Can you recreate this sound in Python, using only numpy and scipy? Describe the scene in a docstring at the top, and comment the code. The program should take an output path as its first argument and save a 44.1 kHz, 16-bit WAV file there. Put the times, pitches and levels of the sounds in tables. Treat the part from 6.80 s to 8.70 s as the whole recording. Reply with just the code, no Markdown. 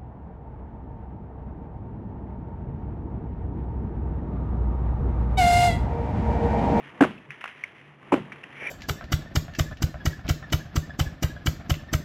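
"""Grit trickles over outdoor air and a faint wavering hum. At 0.2 s a heavy tool strikes a broken concrete
edge: the slab rings, cracks and crunches, the tool thuds and jars as it bites, the surroundings rumble.
Chips tick onto the rubble. A second blow at 1.3 s slips and bites again; more chips fall, and from 1.8 s
grit scrapes down the wall. A narrow-band recorder dulls everything and adds a thin, gritty treble."""
import sys
import numpy as np
from scipy import signal
from scipy.fft import rfft, irfft
from scipy.io import wavfile

SR = 44100
rng = np.random.default_rng(int(sys.argv[2]) if len(sys.argv) > 2 else 0)


def materialize(psi):
    """Save the field psi as 16-bit PCM at rate SR to the path in sys.argv[1].

    A 1-D psi becomes a single channel; in a 2-D psi each row is a channel.
    """
    bounded = np.clip(np.atleast_2d(psi).T, -1, 1)
    quanta = np.round(bounded * 32767).astype(np.int16)
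    wavfile.write(sys.argv[1], SR, quanta)


N = 83790
T = np.arange(N) / SR


def undb(db):
    """Decibels to gain."""
    return 10 ** (np.asarray(db) / 20)


def unit_rms(x):
    """Scale to rms 1."""
    return x / np.sqrt(np.mean(x ** 2))


def gain_curve(points):
    """Gain over time from (t/s, level/dB) points."""
    return undb(np.interp(T, *np.array(points).T))


def colour(x, spectrum):
    """Shape noise by (f/Hz, level/dB) points; rms 1."""
    hz, db = np.array(spectrum).T
    bins_hz = np.maximum(np.fft.rfftfreq(N, 1 / SR), 1)
    gain = undb(np.interp(np.log(bins_hz), np.log(hz), db))
    return unit_rms(irfft(rfft(x) * gain, N))


def resonate(x, hz, width_hz):
    """One resonance; rms 1."""
    return unit_rms(signal.lfilter(*signal.iirpeak(hz, hz / width_hz, fs=SR), x))


def envelope(start_s, attack_s, t60_s, hold_s=0):
    """Linear rise, hold, exponential fall."""
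    age_s = T - start_s
    rise = np.clip(age_s / attack_s, 0, 1)
    return rise * np.exp(-np.log(1000) * np.clip((age_s - attack_s - hold_s) / t60_s, 0, 10))


def ring(start_s, hz, attack_s, t60_s, hold_s=0):
    """One struck mode."""
    return envelope(start_s, attack_s, t60_s, hold_s) * np.sin(2 * np.pi * hz * (T - start_s))


def noise():
    """White noise."""
    return rng.standard_normal(N)


def grains(per_s):
    """Dense clicks of random size."""
    return noise() * (rng.random(N) < per_s / SR)


def drift(rate_hz):
    """Slow random drift, spread near 1."""
    knots = rng.standard_normal(256)
    return np.interp(T * rate_hz, np.arange(len(knots)), knots)


# air spectrum: f/Hz, level/dB
AIR_SPECTRUM = [(25, -24), (60, -9), (110, -1.5), (200, -0.5), (320, 0), (600, -5), (1200, -6),
                (2000, -26.5), (3500, -15.5), (12000, -34)]
# air envelope: t/s, level/dB
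AIR_LEVEL = [(0, -53.5), (0.18, -48.5), (0.4, -56), (0.95, -56), (1.15, -56.5), (1.3, -50), (1.6, -51),
             (1.9, -52.5)]

def air():
    """Outdoor air: low noise, slowly swelling."""
    return gain_curve(AIR_LEVEL) * colour(noise(), AIR_SPECTRUM)


# hum envelope: t/s, level/dB
HUM_LEVEL = [(0, -56.5), (0.08, -56.5), (0.14, -62), (0.42, -76), (0.5, -43.5), (0.58, -71.5), (0.72, -69),
             (0.79, -58.5), (0.87, -81), (1.02, -58), (1.25, -61), (1.58, -57), (1.68, -71), (1.76, -53),
             (1.9, -63)]

def hum(pitch_hz=141.2, wander_hz=2.33, waver_db=3.5):
    """A low tone wavers in pitch and level."""
    phase = 2 * np.pi * np.cumsum(pitch_hz + wander_hz * drift(20)) / SR
    return unit_rms(np.sin(phase)) * gain_curve(HUM_LEVEL) * undb(waver_db * drift(15.7))


GRIT_GRAINS_PER_S = 5000
# grit spectrum: f/Hz, level/dB
GRIT_SPECTRUM = [(300, -30), (900, -12.5), (1400, -6.5), (1900, 1), (2500, -4), (3100, -3.5), (3800, -6),
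                 (12000, -28)]
# trickle envelope: t/s, level/dB
TRICKLE_LEVEL = [(0.0, -50), (0.06, -45), (0.17, -53.5), (0.36, -56.5), (0.47, -58.5), (0.53, -49.5),
                 (0.58, -49.5), (0.62, -46), (0.72, -49.5), (0.81, -47.5), (0.93, -52), (1.05, -52),
                 (1.17, -60), (1.27, -51.5), (1.45, -55.5), (1.58, -52.5), (1.68, -50.5), (1.9, -40)]
# slide envelope: t/s, level/dB
SLIDE_LEVEL = [(1.62, -90), (1.72, -81), (1.78, -49), (1.815, -37.5), (1.845, -36), (1.87, -35),
               (1.9, -37.5)]
# slide resonances: f/Hz, width/Hz, level/dB
SLIDE_RESONANCES = [(424, 530, -6), (1940, 300, 0), (2310, 150, 4)]

def grit(flicker_db=1.5):
    """Fine grit trickles throughout, then slides down the wall, scraping."""
    trickle = colour(grains(GRIT_GRAINS_PER_S), GRIT_SPECTRUM) * gain_curve(TRICKLE_LEVEL)
    scrape = 0
    for hz, width_hz, db in SLIDE_RESONANCES:
        band = resonate(grains(GRIT_GRAINS_PER_S), hz, width_hz)
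        scrape += undb(db) * resonate(band, hz, width_hz=hz)
    slide = unit_rms(scrape) * gain_curve(SLIDE_LEVEL)
    return (trickle + slide) * undb(flicker_db * drift(70))


# tool blows: t/s, slab level/dB, crunch level/dB, rumble level/dB, rumble t60/s
BLOWS = [(0.2072, -10, -17.5, -30.5, 0.49), (1.3235, -10.5, -22, -35, 0.49)]
# slab modes: f/Hz, relative level/dB, t60/s
SLAB_MODES = [(150.9, -32.5, 0.74), (200.6, -23, 0.51), (250.8, -22.5, 0.3), (369.7, -7, 0.15),
              (537, -18, 0.037), (822, -26, 0.11)]
# crumbling concrete: f/Hz, level/dB
CRUNCH_SPECTRUM = [(30, -17), (70, -16.5), (150, 1.5), (400, 4.5), (900, 1), (1500, -7), (2000, -13.5),
                   (2600, -17), (3500, -6), (12000, -21)]
# response of the surroundings: f/Hz, level/dB
RUMBLE_SPECTRUM = [(30, -32), (80, -10), (190, 0), (330, -10), (600, -19.5), (1400, -17), (2500, -18.5),
                   (3500, -14.5), (12000, -36)]

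def blows():
    """Each blow rings the slab, crumbles concrete and sets the surroundings rumbling."""
    crunch = colour(grains(per_s=2500), CRUNCH_SPECTRUM)
    rumble = colour(noise(), RUMBLE_SPECTRUM)
    out = 0
    for start_s, slab_db, crunch_db, rumble_db, rumble_t60_s in BLOWS:
        for hz, db, t60_s in SLAB_MODES:
            out += undb(slab_db + db) * ring(start_s, hz, attack_s=0.006, t60_s=t60_s)
        out += undb(crunch_db) * crunch * envelope(start_s, attack_s=0.0016, hold_s=0.0094, t60_s=0.15)
        out += undb(rumble_db) * rumble * envelope(start_s, attack_s=0.029, t60_s=rumble_t60_s)
    return out


SNAP_ATTACK_S = 0.00085

def snap(start_s, hz, t60_s, splinter_db):
    """Stone on stone: a short ring and a burst of splinters around its pitch."""
    splinters = resonate(noise(), hz, width_hz=hz) * envelope(start_s, SNAP_ATTACK_S, 1.57 * t60_s)
    return ring(start_s, hz, SNAP_ATTACK_S, t60_s) + undb(splinter_db) * splinters


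# fractures: t/s, level/dB, f/Hz, t60/s
CRACKS = [(0.2072, -6.5, 840, 0.0049), (0.209, -11.5, 1610, 0.027), (0.2245, -15, 833, 0.016),
          (0.2356, -15.5, 1488, 0.039), (0.2446, -9, 1080, 0.0073), (0.2492, -14, 597, 0.014),
          (0.309, -30, 710, 0.0062), (1.3203, -17.5, 720, 0.012), (1.3228, -11, 963, 0.016),
          (1.3268, -21.5, 2410, 0.015), (1.3402, -13.5, 940, 0.015), (1.3555, -29, 700, 0.013),
          (1.379, -23, 350, 0.02)]

def cracks():
    """The concrete gives way in a few sharp steps."""
    return sum(undb(db) * snap(start_s, hz, t60_s, splinter_db=-10) for start_s, db, hz, t60_s in CRACKS)


# tool bites: t/s, level/dB, f/Hz, contact/s
THUDS = [(0.2103, -7, 286.8, 0.01898), (1.3265, -10.5, 319.5, 0.0051), (1.3369, -10.5, 300.4, 0.0081)]

def thuds(attack_s=0.0018, t60_s=0.016):
    """A low shudder holds as long as the tool bites."""
    return sum(undb(db) * ring(start_s, hz, attack_s, t60_s, hold_s=contact_s - attack_s)
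               for start_s, db, hz, contact_s in THUDS)


# pressure spikes: t/s, level/dB
JOLTS = [(0.2111, -4), (0.2255, 1), (0.2462, -18), (1.3243, -8), (1.328, -22), (1.3420, -3.5)]

def jolts(tau_s=0.00027):
    """Steel jars on hard aggregate: sharp spikes with a shallow recoil on both sides."""
    out = 0
    for peak_s, db in JOLTS:
        spike = 2 * np.exp(-np.abs(T - peak_s) / tau_s)
        recoil = np.exp(-np.abs(T - peak_s) / (2 * tau_s))
        out += undb(db) * (spike - recoil)
    return out


# chip landings: t/s, level/dB, f/Hz, t60/s, relative splinter level/dB
CHIPS = [(0.379, -39, 2610, 0.024, -14), (0.5059, -19.5, 2250, 0.002, -11), (0.509, -32, 2450, 0.01, -4.5),
         (0.518, -34, 1700, 0.0097, -16), (0.6094, -42, 2480, 0.025, 6.5),
         (0.614, -35.5, 1730, 0.011, -0.5), (0.64, -25, 2655, 0.014, 0), (0.6411, -21, 1124, 0.0058, -13),
         (0.6548, -28, 980, 0.0068, -4), (0.6580, -27, 1420, 0.0064, 0), (0.677, -31.5, 2500, 0.02, -1.5),
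         (0.689, -38.5, 2270, 0.02, 0.5), (0.8381, -16.5, 2188, 0.016, -35), (1.2293, -39, 1270, 0.004, -2),
         (1.5201, -22, 1850, 0.0017, -15), (1.5225, -34.5, 2313, 0.042, -4), (1.5596, -43, 1090, 0.012, 6),
         (1.633, -40, 2580, 0.014, 0), (1.6375, -29.5, 2730, 0.018, -22), (1.6392, -30, 1870, 0.013, -7),
         (1.824, -28.5, 454, 0.017, -12), (1.867, -26, 2350, 0.067, -17)]

def chips(stir_db=-25.5):
    """Each chip ticks on the rubble and stirs a little grit."""
    loose_grit = colour(grains(GRIT_GRAINS_PER_S), GRIT_SPECTRUM)
    out = 0
    for start_s, db, hz, t60_s, splinter_db in CHIPS:
        stirred = undb(stir_db) * loose_grit * envelope(start_s, SNAP_ATTACK_S, t60_s=0.19)
        out += undb(db) * (snap(start_s, hz, t60_s, splinter_db) + stirred)
    return out


def scene():
    """All sources at one microphone."""
    strikes = blows() + cracks() + thuds() + jolts()
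    debris = chips() + grit()
    return (strikes + debris + hum() + air())[None]


def record(dry, low_cut_hz=43, band_hz=3088, clock_hz=8000, top_hz=12900, drive=0.77):
    """A narrow-band recorder rounds peaks; its stepped output mirrors sound into the treble and fizzes."""
    image_db, fizz_db, leak_db = -18, -24, -22
    wide = signal.sosfilt(signal.butter(2, low_cut_hz, "high", fs=SR, output="sos"), dry[0])
    narrow = signal.sosfiltfilt(signal.butter(6, band_hz, fs=SR, output="sos"), wide)
    rounded = np.tanh(drive * narrow) / drive
    stepped = np.interp(np.floor(T * clock_hz) / clock_hz, T, rounded)
    fizz = np.gradient(rounded) * resonate(noise(), clock_hz, width_hz=4000)  # follows the wave's slope
    out = rounded + undb(image_db) * (stepped - rounded) + undb(fizz_db) * fizz + undb(leak_db) * wide
    return signal.sosfilt(signal.ellip(10, .2, 80, top_hz, fs=SR, output="sos"), out)[None]


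dry = scene()
out = record(dry)
materialize(out)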